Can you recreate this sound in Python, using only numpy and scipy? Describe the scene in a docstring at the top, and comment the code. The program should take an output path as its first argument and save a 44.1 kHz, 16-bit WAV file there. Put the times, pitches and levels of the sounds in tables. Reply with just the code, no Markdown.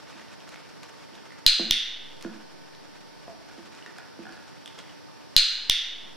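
"""A handheld clicker snaps twice in a bare training hall: its steel tongue buckles, then springs back
at a lower pitch. Each click answers a dog, which nudges a plastic toy off an exercise step and later
touches it again. The hollow step thuds, the toy clacks; paws, hands and collar tick, cloth and fur rub.
A camcorder hisses and whines throughout, and overloads and ducks on every snap."""
import sys
import numpy as np
from scipy import signal
from scipy.fft import rfft, irfft
from scipy.io import wavfile

SR = 44100
rng = np.random.default_rng(int(sys.argv[2]) if len(sys.argv) > 2 else 0)


def inscribe(sig):
    """Save sig as 16-bit PCM at rate SR to the path in sys.argv[1].

    A 1-D sig is mono; a 2-D sig holds one channel per row.
    Samples are clipped to [-1, 1] before scaling.
    """
    pcm = np.round(np.clip(np.atleast_2d(sig).T, -1, 1) * 32767)
    wavfile.write(sys.argv[1], SR, pcm.astype(np.int16))


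N = 271682
TIME_S = np.arange(N) / SR

# camcorder hiss spectrum: f/Hz, level/dB
HISS_COLOUR = [(24, -60), (40, -45), (144, -9.5), (269, -7), (297, 0), (337, -6.5), (392, -4), (630, -5),
               (873, -6.5), (965, -7), (2210, -11.5), (5580, -15.5), (6330, -25), (11000, -28),
               (14200, -36), (16000, -57)]
# hiss width: f/Hz, side over mid/dB
HISS_SIDE = [(60, 34.5), (150, 18), (380, 8), (950, 2), (2380, -5), (5980, 3.5), (15000, -4.5)]
# camcorder motor tones: f/Hz, level/dB
MOTOR_TONES = [(899.5, -63), (1500, -68), (1799, -69.5), (4500, -67.5), (4801, -72), (5100, -70.5),
               (5399, -68.5), (5700, -67.5)]
# movements of dog and handler: t/s, length/s, level/dB
MOVES = [(0, 1, -57.5), (0.807, 0.13, -54.5), (1.154, 0.24, -59), (2.15, 0.11, -59.5), (3.48, 0.6, -59.5),
         (4.236, 0.14, -56.5), (4.77, 0.089, -55), (5.578, 0.3, -56)]
# cloth and fur spectrum: f/Hz, level/dB
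SHUFFLE_COLOUR = [(60, -9.5), (200, -9.5), (600, 1), (1500, 2), (3000, -4), (7000, -12.5), (15000, -37)]
# partials of a small tapped thing: ratio to pitch, level/dB
TAP_PARTIALS = [(.62, -14), (.9, -10.5), (1, -1), (1.42, -14.5), (2.3, -24)]
# soft knocks on and beside the step: t/s, level/dB, contact cutoff/Hz
KNOCKS = [(0.151, -6, 250), (1.119, -7, 220), (1.5959, 18, 616), (2.249, 9.5, 420), (3.58, -4, 615),
          (3.877, -13, 300), (4.19, 1, 520), (4.305, -8, 300), (6.048, -10.5, 253)]
# hollow step: f/Hz, width/Hz, level/dB
STEP_MODES = [(174, 30, 1.5), (221, 31.6, 11.5), (332, 12, 14.5), (361, 8.4, 5), (470, 57, -5),
              (700, 103, -1), (1150, 370, -2)]
# taps of treats, claws and fingers: t/s, level/dB, f/Hz
TAPS = [(0.196, -36, 1970), (0.491, -37, 4340), (0.543, -35.5, 2220), (0.559, -37, 2330),
        (0.832, -36, 4360), (0.838, -40, 1120), (1.321, -37.5, 2000), (2.225, -32, 5640),
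        (3.28, -32.5, 662), (3.75, -42.5, 4020), (3.862, -32, 1940), (3.983, -36.5, 5200)]
# collar tag against its ring: t/s, level/dB
TAG_CLINKS = [(1.153, -40), (2.211, -35.5), (4.659, -30), (4.677, -33), (4.789, -32)]
# clicker pressed, let go: t/s, level/dB
PRESSES = [(1.4644, 37.5), (5.3649, 38)]
RELEASES = [(1.7097, 31.2), (5.6975, 31.55)]
# steel tongue in its plastic case, bent and relaxed: f/Hz, width/Hz, level/dB
BENT_MODES = [(1847, 850, -17.5), (2210, 550, -14), (2887, 250, -10.5), (3306, 110, -1.5),
              (3450, 354, -3.5), (4129, 124, 8), (4340, 380, -2.5), (4927, 148, -3), (5970, 300, -15.5),
              (6670, 87, -11), (7660, 470, -20.5), (10200, 570, -19), (11900, 690, -30)]
RELAXED_MODES = [(1826, 550, -15.5), (2350, 290, -10.5), (2905, 436, -5.5), (3475, 273, 4),
                 (3695, 140, 5.5), (4230, 415, -8), (4730, 450, -9), (5760, 414, -9), (9050, 100, -12),
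                 (10530, 540, -21), (12500, 700, -35)]
# crack of the snapping tongue, on press and release: f/Hz, decay/s, level re snap/dB
CRACK_MODES = [(4850, 0.00032, -30.5), (12330, 0.0008, -41)]
# toy lands, is picked up, rocks to rest: t/s, level/dB
TOY_CLACKS = [(2.247, 1), (3.497, -7), (3.985, 0.5), (4.254, -1), (4.267, -1), (4.292, -2), (4.376, -4)]
# hollow toy: f/Hz, width/Hz, level/dB
TOY_MODES = [(750, 51, -0.5), (1454, 140, -1.5), (1700, 91, 0), (3440, 130, -12)]
# hall decay: f/Hz, T60/s
HALL_T60 = [(150, 0.6), (400, .48), (1500, 0.8141), (3600, 0.6273), (6000, 0.56), (10000, 0.31),
            (15000, 0.62)]
# hall tail spectrum: f/Hz, level/dB
HALL_COLOUR = [(150, 1.5), (1500, 2.5), (4000, -1.7), (8000, -3.5), (11000, -8), (15000, -4.5)]
# hall width: f/Hz, side over mid/dB
HALL_SIDE = [(150, 1), (500, -11), (1600, -16), (4000, -9), (7000, -3.5), (15000, 2.5)]
# early echoes: delay/s, level/dB
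HALL_ECHOES = [(.0083, -22.5), (.0117, -15), (.0145, -14), (.0172, -19.5), (.0205, -14.5), (.0316, -39)]


def from_db(db):
    """Decibels to gain."""
    return 10 ** (np.asarray(db) / 20)


def at_hz(points, hz):
    """Table lookup on a log-frequency axis."""
    points_hz, values = np.transpose(points)
    return np.interp(np.log(np.maximum(hz, 1)), np.log(points_hz), values)


def cut(x, hz, kind, order=2):
    """Causal low- or high-pass."""
    return signal.sosfilt(signal.butter(order, min(hz, .45 * SR), kind, fs=SR, output="sos"), x)


def add(track, start_s, sound):
    """Mix a sound in at start_s."""
    at = int(round(start_s * SR))
    track[at:at + len(sound)] += sound[:max(N - at, 0)]


def impulse(length_s):
    """Unit blow, then silence."""
    return signal.unit_impulse(int(length_s * SR)) + 1e-18


def resonate(force, modes):
    """Parallel resonances of alternating sign."""
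    out = 0
    for k, (hz, width_hz, db) in enumerate(modes):
        radius = np.exp(-np.pi * width_hz / SR)
        poles = [1, -2 * radius * np.cos(2 * np.pi * hz / SR), radius ** 2]
        ring = (1 - radius ** 2) / 2 * signal.lfilter([1, 0, -1], poles, force)
        out += (-1) ** k * from_db(db) * ring
    return out


def stereo_noise(colour, side_over_mid, size=N):
    """Coloured noise, width set by frequency; mid rms 1."""
    hz = np.fft.rfftfreq(size, 1 / SR)
    spectra = rfft(rng.standard_normal((2, size))) * from_db(at_hz(colour, hz))
    mid = irfft(spectra[0], size)
    side = irfft(spectra[1] * from_db(at_hz(side_over_mid, hz)), size)
    return np.array([mid + side, mid - side]) / mid.std()


def camcorder_noise(hiss_db=-53.97, waver_hz=3.9):
    """Steady hiss and the whine of a slightly wavering motor."""
    speed_error = 0.0257 * cut(rng.standard_normal(N), waver_hz, "low")
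    clock_s = TIME_S + np.cumsum(speed_error) / SR
    whine = 0
    for hz, db in MOTOR_TONES:
        stereo_cycles = hz * clock_s + rng.random() + 0.13 * rng.random((2, 1))
        whine += np.sqrt(2) * from_db(db) * np.sin(2 * np.pi * stereo_cycles)
    return from_db(hiss_db) * stereo_noise(HISS_COLOUR, HISS_SIDE) + whine


def movement(attack_s=0.054, release_s=0.23, still_db=-63.5):
    """Motion of dog and handler as a gain: each move swells, holds, dies away."""
    gain = from_db(still_db)
    for start_s, length_s, db in MOVES:
        attack = np.clip(1 + (TIME_S - start_s) / attack_s, 0, 1)
        release = np.exp(-np.maximum(TIME_S - start_s - length_s, 0) / release_s)
        gain = np.maximum(gain, from_db(db) * attack * release)
    return gain


def shuffle(motion, grain_db=6.5):
    """Cloth and fur rub: noise that catches and slips."""
    slips = np.clip(rng.standard_normal(400), -1.5, 1.5)
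    slip_db = grain_db * np.interp(TIME_S, np.linspace(0, TIME_S[-1], len(slips)), slips)
    return motion * from_db(slip_db) * stereo_noise(SHUFFLE_COLOUR, HALL_SIDE)


def tap(hz, crack_db, t60_s=None, ring_cycles=28, crack_s=0.0024):
    """Tiny crack plus damped partials; by default, smaller things ring shorter."""
    t = TIME_S[:SR // 10]
    t60_s = t60_s or ring_cycles / hz
    ring = 0
    for ratio, db in TAP_PARTIALS:
        partial_hz = min(hz * ratio * (1 + 0.03 * rng.standard_normal()), SR / 2)
        ring += from_db(db) * np.sin(2 * np.pi * partial_hz * t)
    burst = rng.standard_normal(len(t)) * np.exp(-t / crack_s)
    crack = from_db(crack_db) * cut(burst, 2 * hz, "low", order=1)
    sound = ring * from_db(-60 * t / t60_s) + crack
    sound = cut(sound, min(3.4 * hz, 9000), "low")   # finite contact time
    return cut(sound, 0.22 * hz, "high")   # small things radiate no bass


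def ticks(motion, rate_per_s=14, over_motion_db=13.5, spread_db=3.5, centre_hz=2760, spread_oct=0.74):
    """Faint random taps, scaled by the motion that causes them."""
    out = np.zeros(N)
    for at in np.flatnonzero(rng.random(N) < rate_per_s / SR):
        softness, pitch = np.clip(rng.standard_normal(2), -2, 2)
        hz = centre_hz * 2 ** (spread_oct * pitch)
        gain = motion[at] * from_db(over_motion_db - spread_db * softness)
        add(out, at / SR, gain * tap(hz, crack_db=-12))
    return out


def step_knocks(thud_db=2, thud_low_hz=210, thud_high_hz=370):
    """Padded blows on the step; softer ones wake only its lowest modes."""
    force = np.full(N, 1e-18)
    for start_s, db, cutoff_hz in KNOCKS:
        add(force, start_s, from_db(db) * cut(impulse(.03), cutoff_hz, "low"))
    thud = cut(cut(force, thud_low_hz, "high"), thud_high_hz, "low")   # deck gives before it rings
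    return cut(resonate(force, STEP_MODES) + from_db(thud_db) * thud, 140, "high")


def taps():
    """Treats, claws and fingers tap, each at its own pitch."""
    out = np.zeros(N)
    for start_s, db, hz in TAPS:
        add(out, start_s, from_db(db) * tap(hz, crack_db=-1))
    return out


def collar_tag(hz=3480, t60_s=0.0089):
    """The tag swings against its ring and clinks at one pitch."""
    out = np.zeros(N)
    for start_s, db in TAG_CLINKS:
        add(out, start_s, from_db(db) * tap(hz, crack_db=-3.5, t60_s=t60_s))
    return out


def clicker_snaps(events, modes, rebound_s, highpass_hz, rebound_db=-14.5):
    """The tongue buckles, then hits its stop; the small case radiates no bass."""
    out = np.zeros(N)
    ring = cut(resonate(impulse(0.084), modes), highpass_hz, "high", order=4)
    for start_s, db in events:
        add(out, start_s, from_db(db) * ring)
        add(out, start_s + rebound_s, from_db(db + rebound_db) * ring)
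    return out


def clicker_cracks():
    """Instant of each snap, press and release: a steep swing and brief zing, beamed forward, so no reverb."""
    out, t = np.zeros(N), TIME_S[:SR // 100]
    crack = 0
    for hz, decay_s, db in CRACK_MODES:
        crack += from_db(db) * np.sin(2 * np.pi * hz * t) * np.exp(-t / decay_s)
    for start_s, db in PRESSES + RELEASES:
        add(out, start_s, from_db(db) * crack)
    return out


def toy_clacks(crack_db=-27, crack_cutoff_hz=4500):
    """Hard contacts crack on the toy's shell and set it ringing."""
    force = np.full(N, 1e-18)
    for start_s, db in TOY_CLACKS:
        add(force, start_s, from_db(db) * impulse(.01))
    return resonate(force, TOY_MODES) + from_db(crack_db) * cut(force, crack_cutoff_hz, "low")


def hall_response(tail_db=-34, predelay_s=0.0025, build_up_s=0.0058):
    """Early echoes and a diffuse tail, longest in the midrange."""
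    t, hz = TIME_S[:SR], np.fft.rfftfreq(SR, 1 / SR)
    spectrum = rfft(stereo_noise(HALL_COLOUR, HALL_SIDE, size=SR))
    centres_hz = np.geomspace(100, 16000, 12)
    tail = 0
    for centre_hz, weights in zip(centres_hz, np.eye(len(centres_hz))):
        band = irfft(spectrum * at_hz(np.c_[centres_hz, weights], hz), SR)
        tail += band * from_db(-60 * t / at_hz(HALL_T60, centre_hz))
    response = from_db(tail_db) * tail * np.clip((t - predelay_s) / build_up_s, 0, 1)
    for k, (delay_s, db) in enumerate(HALL_ECHOES):
        at, near_side = int(delay_s * SR), k % 2
        response[near_side, at] += from_db(db)
        response[1 - near_side, at + 1] += from_db(db)
    return response


def in_hall(x, hall, wet_db, pan_db):
    """Direct sound plus reverb; pan_db is left over right."""
    wet = signal.fftconvolve(x[None], hall, axes=1)[:, :N]
    return (x + from_db(wet_db) * wet) * from_db([[pan_db / 2], [-pan_db / 2]])


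def scene():
    """Clicker, step and small noises in one hall, over shuffle, hiss and whine."""
    hall, motion = hall_response(), movement()
    background = (shuffle(motion) + camcorder_noise()) * from_db([[-0.5], [0.5]])
    press = clicker_snaps(PRESSES, BENT_MODES, rebound_s=0.001302, highpass_hz=1310)
    release = clicker_snaps(RELEASES, RELAXED_MODES, rebound_s=0.001485, highpass_hz=1510)
    clicker = in_hall(press, hall, wet_db=2, pan_db=-0.5) + in_hall(release, hall, wet_db=1, pan_db=-1.1)
    step = in_hall(step_knocks(), hall, wet_db=-5, pan_db=-4.5)
    contacts = taps() + collar_tag() + toy_clacks() + ticks(motion)
    small_things = in_hall(contacts, hall, wet_db=-3, pan_db=-2)
    return clicker + clicker_cracks() + step + small_things + background


def ducking_db(x, threshold_db=-12, max_cut_db=9, recovery_db_per_s=23, attack_hz=350):
    """Gain control: loud peaks turn the input down; recovery is slow."""
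    peak_db = 20 * np.log10(np.abs(x).max(axis=0) + 1e-9)
    over_db = np.clip(peak_db - threshold_db, 0, max_cut_db)
    recovery_db = recovery_db_per_s * TIME_S
    held_db = np.maximum.accumulate(over_db + recovery_db) - recovery_db
    return cut(held_db, attack_hz, "low", order=1)


def overload_thump(x, threshold=0.39, leak_s=0.05, coupling_hz=0.41, lowpass_hz=780):
    """Overload charges the input stage; the charge leaks away as a low thump."""
    excess = np.maximum(np.abs(x).max(axis=0) - threshold, 1e-9)
    leak = TIME_S / leak_s
    charge = np.exp(np.maximum.accumulate(np.log(excess) + leak) - leak)
    return cut(cut(charge, coupling_hz, "high", order=1), lowpass_hz, "low", order=1)


def record(dry, ceiling=0.88, stopband_hz=16800):
    """Camcorder input: duck, soft-clip, thump, low-pass."""
    ducked = dry * from_db(-ducking_db(dry))
    clipped = ducked / (1 + (ducked / ceiling) ** 4) ** (1 / 4)
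    thump = from_db([[-18.5], [-16]]) * overload_thump(clipped)
    lowpass = signal.cheby2(14, 60, stopband_hz, fs=SR, output="sos")
    return signal.sosfilt(lowpass, clipped + thump)


dry = scene()
out = record(dry)
inscribe(out)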